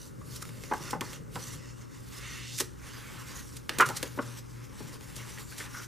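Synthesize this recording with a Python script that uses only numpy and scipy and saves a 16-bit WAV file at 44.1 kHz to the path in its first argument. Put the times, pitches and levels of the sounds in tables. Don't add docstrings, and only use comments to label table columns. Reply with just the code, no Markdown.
import sys
import numpy as np
from scipy import signal
from scipy.fft import rfft, irfft, next_fast_len
from scipy.io import wavfile
from scipy.ndimage import uniform_filter1d, map_coordinates

SR = 44100
rng = np.random.default_rng(int(sys.argv[2]) if len(sys.argv) > 2 else 0)


def file_out(sig):
    cols = np.atleast_2d(sig).T
    lim = np.clip(cols, -1, 1)
    pcm = np.round(lim * 32767).astype(np.int16)
    wavfile.write(sys.argv[1], SR, pcm)


N = 258859

# time_s, pitch_hz, level_db
AIR_GAP = [(2.16, 1500, -59), (2.24, 1930, -46.5), (2.42, 2380, -48), (2.52, 3360, -48.5),
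           (2.59, 5470, -44), (2.63, 6000, -83)]


def amp(db):
    return 10 ** (np.asarray(db) / 20)


def unit(x):
    return x / np.sqrt(np.mean(x ** 2) + 1e-20)


def along(points, hz):
    point_hz, values = np.transpose(points)
    return np.interp(np.log(hz + 1), np.log(point_hz + 1), values)


def curves(rows):
    time_s, *columns = np.transpose(rows)
    return [np.interp(np.arange(N) / SR, time_s, column) for column in columns]


def wobble(rate):
    return map_coordinates(rng.standard_normal(int(N * rate / SR) + 4), [np.arange(N) * rate / SR])


def filtered(x, response):
    size = next_fast_len(x.shape[-1] + 4096)
    return irfft(rfft(x, size) * response(np.fft.rfftfreq(size, 1 / SR)), size)[..., :x.shape[-1]]


def noise(spectrum, grit_db=0, patchy_db=0):
    bins = signal.stft(rng.standard_normal(N) * amp(grit_db * wobble(700)), nperseg=256)[2]
    patches = uniform_filter1d(uniform_filter1d(rng.standard_normal(bins.shape), 3, axis=0), 22, axis=1)
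    patchy = signal.istft(bins * amp(patchy_db * unit(patches)), nperseg=256)[1][:N]
    return unit(filtered(patchy, lambda hz: amp(along(spectrum, hz))))


def mode(hz, centre_hz, q):
    damping = 1j * hz * centre_hz / q
    return damping / (centre_hz ** 2 - hz ** 2 + damping)


def room_tone():
    # frequency_hz, gain_db
    mid_spectrum = [(20, -26), (55, 3), (90, -4), (160, -7), (300, -10), (600, -25.5), (1400, -20.5),
                    (3400, -40), (6500, -31.5), (14000, -42.5)]
    side_spectrum = [(20, -37), (55, -2.5), (120, -2.5), (300, -5), (600, -17), (1400, -21), (2500, -51.5),
                     (5000, -69), (10000, -32), (15000, -45)]
    mid, side = amp(-52.5) * noise(mid_spectrum), amp(-48.5) * noise(side_spectrum)
    phase = 2 * np.pi * 120 * np.arange(N) / SR + .5 * wobble(4.9)
    hum = amp(-49.5 + 3.5 * wobble(10)) * np.sin(phase)
    return np.array([mid + side, mid - side]) * amp([[.7], [-.7]]) + hum * amp([[2.5], [-2.5]])


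def pressure():
    # full_pressure_s, rise_s (per 20 dB), hold_s, hiss_db, body_over_hiss_db, fibre_over_hiss_db
    strokes = [(0, .05, 0.079, -58, -11, 0), (0.311, 0.16, 0.06, -53.5, -17, 1.5),
               (0.402, 0.14, 0.25, -60.5, -0.5, 2.5), (0.67, 0.3, 0.091, -57.5, -1, -3),
               (0.866, 0.3, 0.054, -50.5, 3, -2.5), (1.031, 0.03, 0.13, -54, 3, -0.5),
               (1.356, 0.05, 0.19, -50.5, -2.5, -1), (1.663, 0.52, 0.042, -57.5, 1, -7.5),
               (1.794, 0.16, 0.046, -60, 0.5, -7), (1.947, 0.1, 0.037, -58, -0.5, -4),
               (2.158, 0.2, 0.03, -51.5, -3.5, 1.5), (2.216, 0.2, 0.17, -53.5, -5, -3.5),
               (2.578, 0.38, 0.015, -45.5, -21, -7), (2.874, 0.15, 0.35, -56.5, 7, -0.5),
               (3.295, .15, .11, -52, 2, -3.5), (3.461, 1.1, 0.12, -58.5, -6.5, 1),
               (3.692, -0.15, 0.078, -60.5, 12.5, -3), (3.897, 0.04, .17, -54.5, 3, -2),
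               (4.118, 1, 0.06, -59, 0.5, 2.5), (4.224, 0.04, 0.17, -55, 1, -0.5),
               (4.574, 0.5, 0.08, -62, 3.5, -1.5), (4.766, 0.2, 0.2, -57.5, 2.5, 0.5),
               (5.017, 0.06, 0.19, -60, 2, 2.5), (5.181, -0.08, 0.24, -53.5, 1.5, -0.5),
               (5.51, 0.3, 0.044, -53.5, -18, 0), (5.601, 0.15, 0.065, -50.5, 2.5, -1.5),
               (5.746, 0.13, 0.092, -51, -2, 0)]
    # body_db, hiss_db, fibre_db
    rest_db = (-71, -86, -83)
    lift_db_per_s = 417
    t = np.arange(0, N / SR, .001)
    power = amp(rest_db)[:, None] ** 2
    for full_s, rise_s, hold_s, hiss_db, body_db, fibre_db in strokes:
        rise_db = 20 * np.maximum(full_s - t, 0) / max(rise_s, .005)
        lift_db = lift_db_per_s * np.maximum(t - full_s - hold_s, 0)
        power = power + amp(hiss_db - rise_db - lift_db + np.c_[[body_db, 0, fibre_db]]) ** 2
    return [np.interp(np.arange(N) / SR, t, np.sqrt(layer)) for layer in power]


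def slide():
    # frequency_hz, gain_db
    body_spectrum = [(300, -4), (550, -8.5), (1200, -1), (2100, -3), (2800, -5.5), (3600, -11),
                     (8000, -24.5)]
    hiss_spectrum = [(1200, -39), (2500, -19), (4000, -2.5), (6000, 3), (8000, -0.5), (11000, -31)]
    fibre_spectrum = [(4000, 2), (7000, -11), (9000, 3.5), (13000, 0.5), (15500, -8)]
    creases_per_s, echo_s = 60, .00125
    body, hiss, fibre = pressure()
    catch = amp(1.8 * wobble(50))
    rub = body * noise(body_spectrum, grit_db=0.5, patchy_db=2.04)
    rub += hiss * catch * noise(hiss_spectrum, grit_db=2.2, patchy_db=3)
    creases = (rng.random(N) < creases_per_s / SR) * rng.standard_normal(N) * hiss * amp(18)
    rub += filtered(creases, lambda hz: mode(hz, 6000, q=1.2))
    rub += closing_gap()
    _, gap_db = curves(AIR_GAP)
    echo_gain = .3 * np.clip((gap_db + 75) / 15, 0, 1)
    rub -= echo_gain * np.roll(rub, round(echo_s * SR))
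    return rub + fibre * catch * noise(fibre_spectrum, grit_db=1.5, patchy_db=2.4)


def waved_air():
    # time_s, level_db
    swell = [(0.0, -58), (.55, -49.5), (1.0, -49.5), (1.55, -51.5), (1.8, -60.5), (3.68, -57.5),
             (3.85, -47.5), (4.54, -63.5), (4.95, -50), (5.5, -66)]
    # frequency_hz, gain_db
    spectrum = [(70, -10.5), (140, 5), (215, -7.5), (320, -10.5), (550, -11.5), (1000, -42.5)]
    return amp(curves(swell)[0] + 2.2 * wobble(24)) * noise(spectrum)


def thump(t, centre_hz=360, t60_s=0.09):
    push = rng.standard_normal(len(t)) * amp(-60 * t / t60_s)
    flex = filtered(push, lambda hz: mode(hz, centre_hz, q=0.8) ** 2)
    return flex / np.abs(flex).max()


def buckles():
    # start_s, level_db, pitch_hz, t60_s, thump_over_level_db
    folds = [(0.211, -43.5, 1210, 0.088, -12), (.421, -35, 1350, 0.053, -20.5),
             (0.713, -19.5, 995, 0.06, -8.5), (0.723, -21, 835, 0.047, -10), (0.734, -21, 930, 0.059, -13),
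             (0.9305, -20, 990, 0.044, -10.5), (.948, -31.5, 870, 0.12, 1), (1.013, -29, 1060, 0.088, -6),
             (1.357, -27.5, 935, 0.06, -9.5), (2.6, -32.5, 1170, 0.054, -2), (3.799, -7, 1310, 0.056, -16),
             (3.81, -15, 1320, 0.049, -29), (3.819, -11.5, 1360, 0.079, -13), (3.895, -30, 850, 0.12, -8),
             (4.176, -36.5, 990, 0.069, 6.5), (4.188, -22, 1260, 0.045, 0), (4.803, -59, 1130, .1, 25),
             (5.195, -43.5, 2140, 0.18, -3), (5.375, -38.5, 2000, 0.048, -22),
             (5.518, -39.5, 1530, 0.065, -11), (5.6, -32.5, 1950, 0.072, -10),
             (5.742, -38.5, 1510, 0.31, -17), (5.798, -39, 1440, 0.089, -14)]
    out, t = np.zeros(N + SR), np.arange(SR // 4) / SR
    for start_s, level_db, pitch_hz, t60_s, thump_db in folds:
        q = 1.7 * amp(-.18 * level_db)

        def panel(hz):
            modes = mode(hz, pitch_hz, q) ** 2 + 0.36 * mode(hz, 1.33 * pitch_hz, q=1.4) ** 2
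            return modes / (1 + 1j * hz / (2 * pitch_hz)) ** 3

        jerks = rng.standard_normal(len(t))
        jerks *= amp(2.15 * np.repeat(rng.standard_normal(len(t)), 60)[:len(t)])
        jerks *= amp(-60 * t / t60_s) * (1 - np.exp(-t / .002))
        jerks[20] += 2.5
        ring = filtered(jerks, panel)
        ring /= 3.0 * np.sqrt(np.mean(ring[:round(t60_s * SR / 4) + 40] ** 2))
        out[round(start_s * SR):][:len(t)] += amp(level_db) * (ring + amp(thump_db) * thump(t))
    return out[:N]


def scuffs():
    # slip_s, level_db, rise_s, t60_s
    drags = [(0.363, -40.5, 0.0067, 0.03), (0.426, -38, 0.0062, 0.035), (0.909, -34, 0.0034, 0.035),
             (2.582, -34, 0.001, 0.13), (2.605, -25.5, 0.0054, 0.041), (3.572, -42.5, 0.012, 0.029),
             (3.859, -36.5, 0.0025, 0.17), (3.974, -31, 0.0085, 0.042), (5.165, -41, 0.0079, 0.069),
             (5.581, -39.5, 0.00092, 0.22)]
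    # frequency_hz, gain_db
    spectrum = [(700, -34), (1300, -7.5), (6000, -0.5), (10000, -2.5), (15500, -13.0)]
    t, envelope = np.arange(N) / SR, np.zeros(N)
    for slip_s, level_db, rise_s, t60_s in drags:
        drag = np.exp(np.minimum(t - slip_s, 0) / rise_s)
        release = amp(-60 * np.maximum(t - slip_s, 0) / t60_s)
        envelope += amp(level_db) * drag * release
    return envelope * noise(spectrum, grit_db=2.5, patchy_db=0.5)


def snaps():
    # start_s, level_db, t60_s, dullness_db
    corners = [(0.4532, -34.5, 0.025, -0.5), (.492, -37, 0.028, -2.5), (0.637, -31, 0.035, -2),
               (0.647, -40, 0.027, -8), (0.737, -27.5, 0.034, -12), (1.0098, -20.5, 0.034, 0),
               (1.132, -33, 0.066, 0), (1.357, -30, 0.035, 0.5), (2.6067, -13.5, 0.048, -11),
               (3.694, -21.5, 0.025, 8.5), (3.786, -13.5, 0.068, -8.5), (3.807, -13, 0.068, -3),
               (3.8892, -19.5, 0.04, -7), (3.9, -27, 0.026, -3), (4.029, -15.5, 0.039, -5),
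               (5.01, -35, 0.02, -8), (5.167, -30, .02, -10), (5.385, -39, 0.022, 4)]
    out, t = np.zeros(N + SR), np.arange(SR // 5) / SR
    for start_s, level_db, t60_s, dullness_db in corners:
        spray = 0.29 * amp(-60 * t / t60_s) * rng.standard_normal((2, len(t)))
        spray[:, 0] = 3
        bright = filtered(spray[0], lambda hz: mode(hz, 6150, q=1.0))
        dull = 3 * filtered(spray[1], lambda hz: mode(hz, 2160, q=0.77) ** 2)
        snap = bright + amp(dullness_db) * dull + amp(-12.5) * thump(t)
        out[round(start_s * SR):][:len(t)] += amp(level_db) * snap
    return out[:N]


def puffs():
    # start_s, peak_db
    pushes = [(.804, -37), (.848, -38.5)]
    out, t = np.zeros(N + SR), np.arange(SR // 5) / SR
    for start_s, peak_db in pushes:
        out[round(start_s * SR):][:len(t)] += amp(peak_db) * thump(t, centre_hz=152, t60_s=0.059)
    return out[:N]


def closing_gap():
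    time_s, pitch_hz, level_db = np.transpose(AIR_GAP)
    hz, t, bins = signal.stft(rng.standard_normal(N), SR, nperseg=256)
    bins *= np.abs(mode(hz[:, None], np.interp(t, time_s, pitch_hz), q=1.0)) ** 2
    bins /= np.sqrt(np.mean(np.abs(bins) ** 2, axis=0))
    envelope = amp(np.interp(np.arange(N) / SR, time_s, level_db, left=-120, right=-120))
    return envelope * unit(signal.istft(bins, SR, nperseg=256)[1][:N])


def room_tail():
    # frequency_hz, t60_s
    decay = [(200, 0.44), (12000, 0.23)]
    hz, t, bins = signal.stft(rng.standard_normal(SR // 3), SR, nperseg=256)
    tail = signal.istft(bins * amp(-60 * t / along(decay, hz)[:, None]), SR, nperseg=256)[1]
    return tail / np.linalg.norm(tail)


def microphone_ports(mid):
    # frequency_hz, side_over_mid_db
    width = [(100, -1), (400, -13), (1000, -7), (2300, -36), (5500, -17), (8000, -4), (15000, 1)]
    # time_s, left_minus_right_db
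    balance = [(3.68, -2), (3.8, -3), (4.0, 0)]
    hz, _, bins = signal.stft(mid, SR, nperseg=256)
    scatter = np.exp(2j * np.pi * rng.random(bins.shape))
    side = signal.istft(bins * scatter * amp(along(width, hz))[:, None], SR, nperseg=256)[1][:N]
    side += filtered(mid, lambda hz: 0.24 / (1 + (hz / 900) ** 4))
    pan_db = curves(balance)[0] / 2
    return np.array([mid * amp(pan_db) + side, mid * amp(-pan_db) - side])


def scene():
    paper = slide() + waved_air() + buckles() + scuffs() + snaps() + puffs()
    reverb = amp(-12) * signal.fftconvolve(paper, room_tail())[:N]
    return microphone_ports(paper + reverb) + room_tone()


def record(dry):
    notch_hz, top_hz = 695, 15200
    return filtered(dry, lambda hz: (1 - .86 * mode(hz, notch_hz, q=4.5)) * (hz < top_hz))


dry = scene()
out = record(dry)
file_out(out)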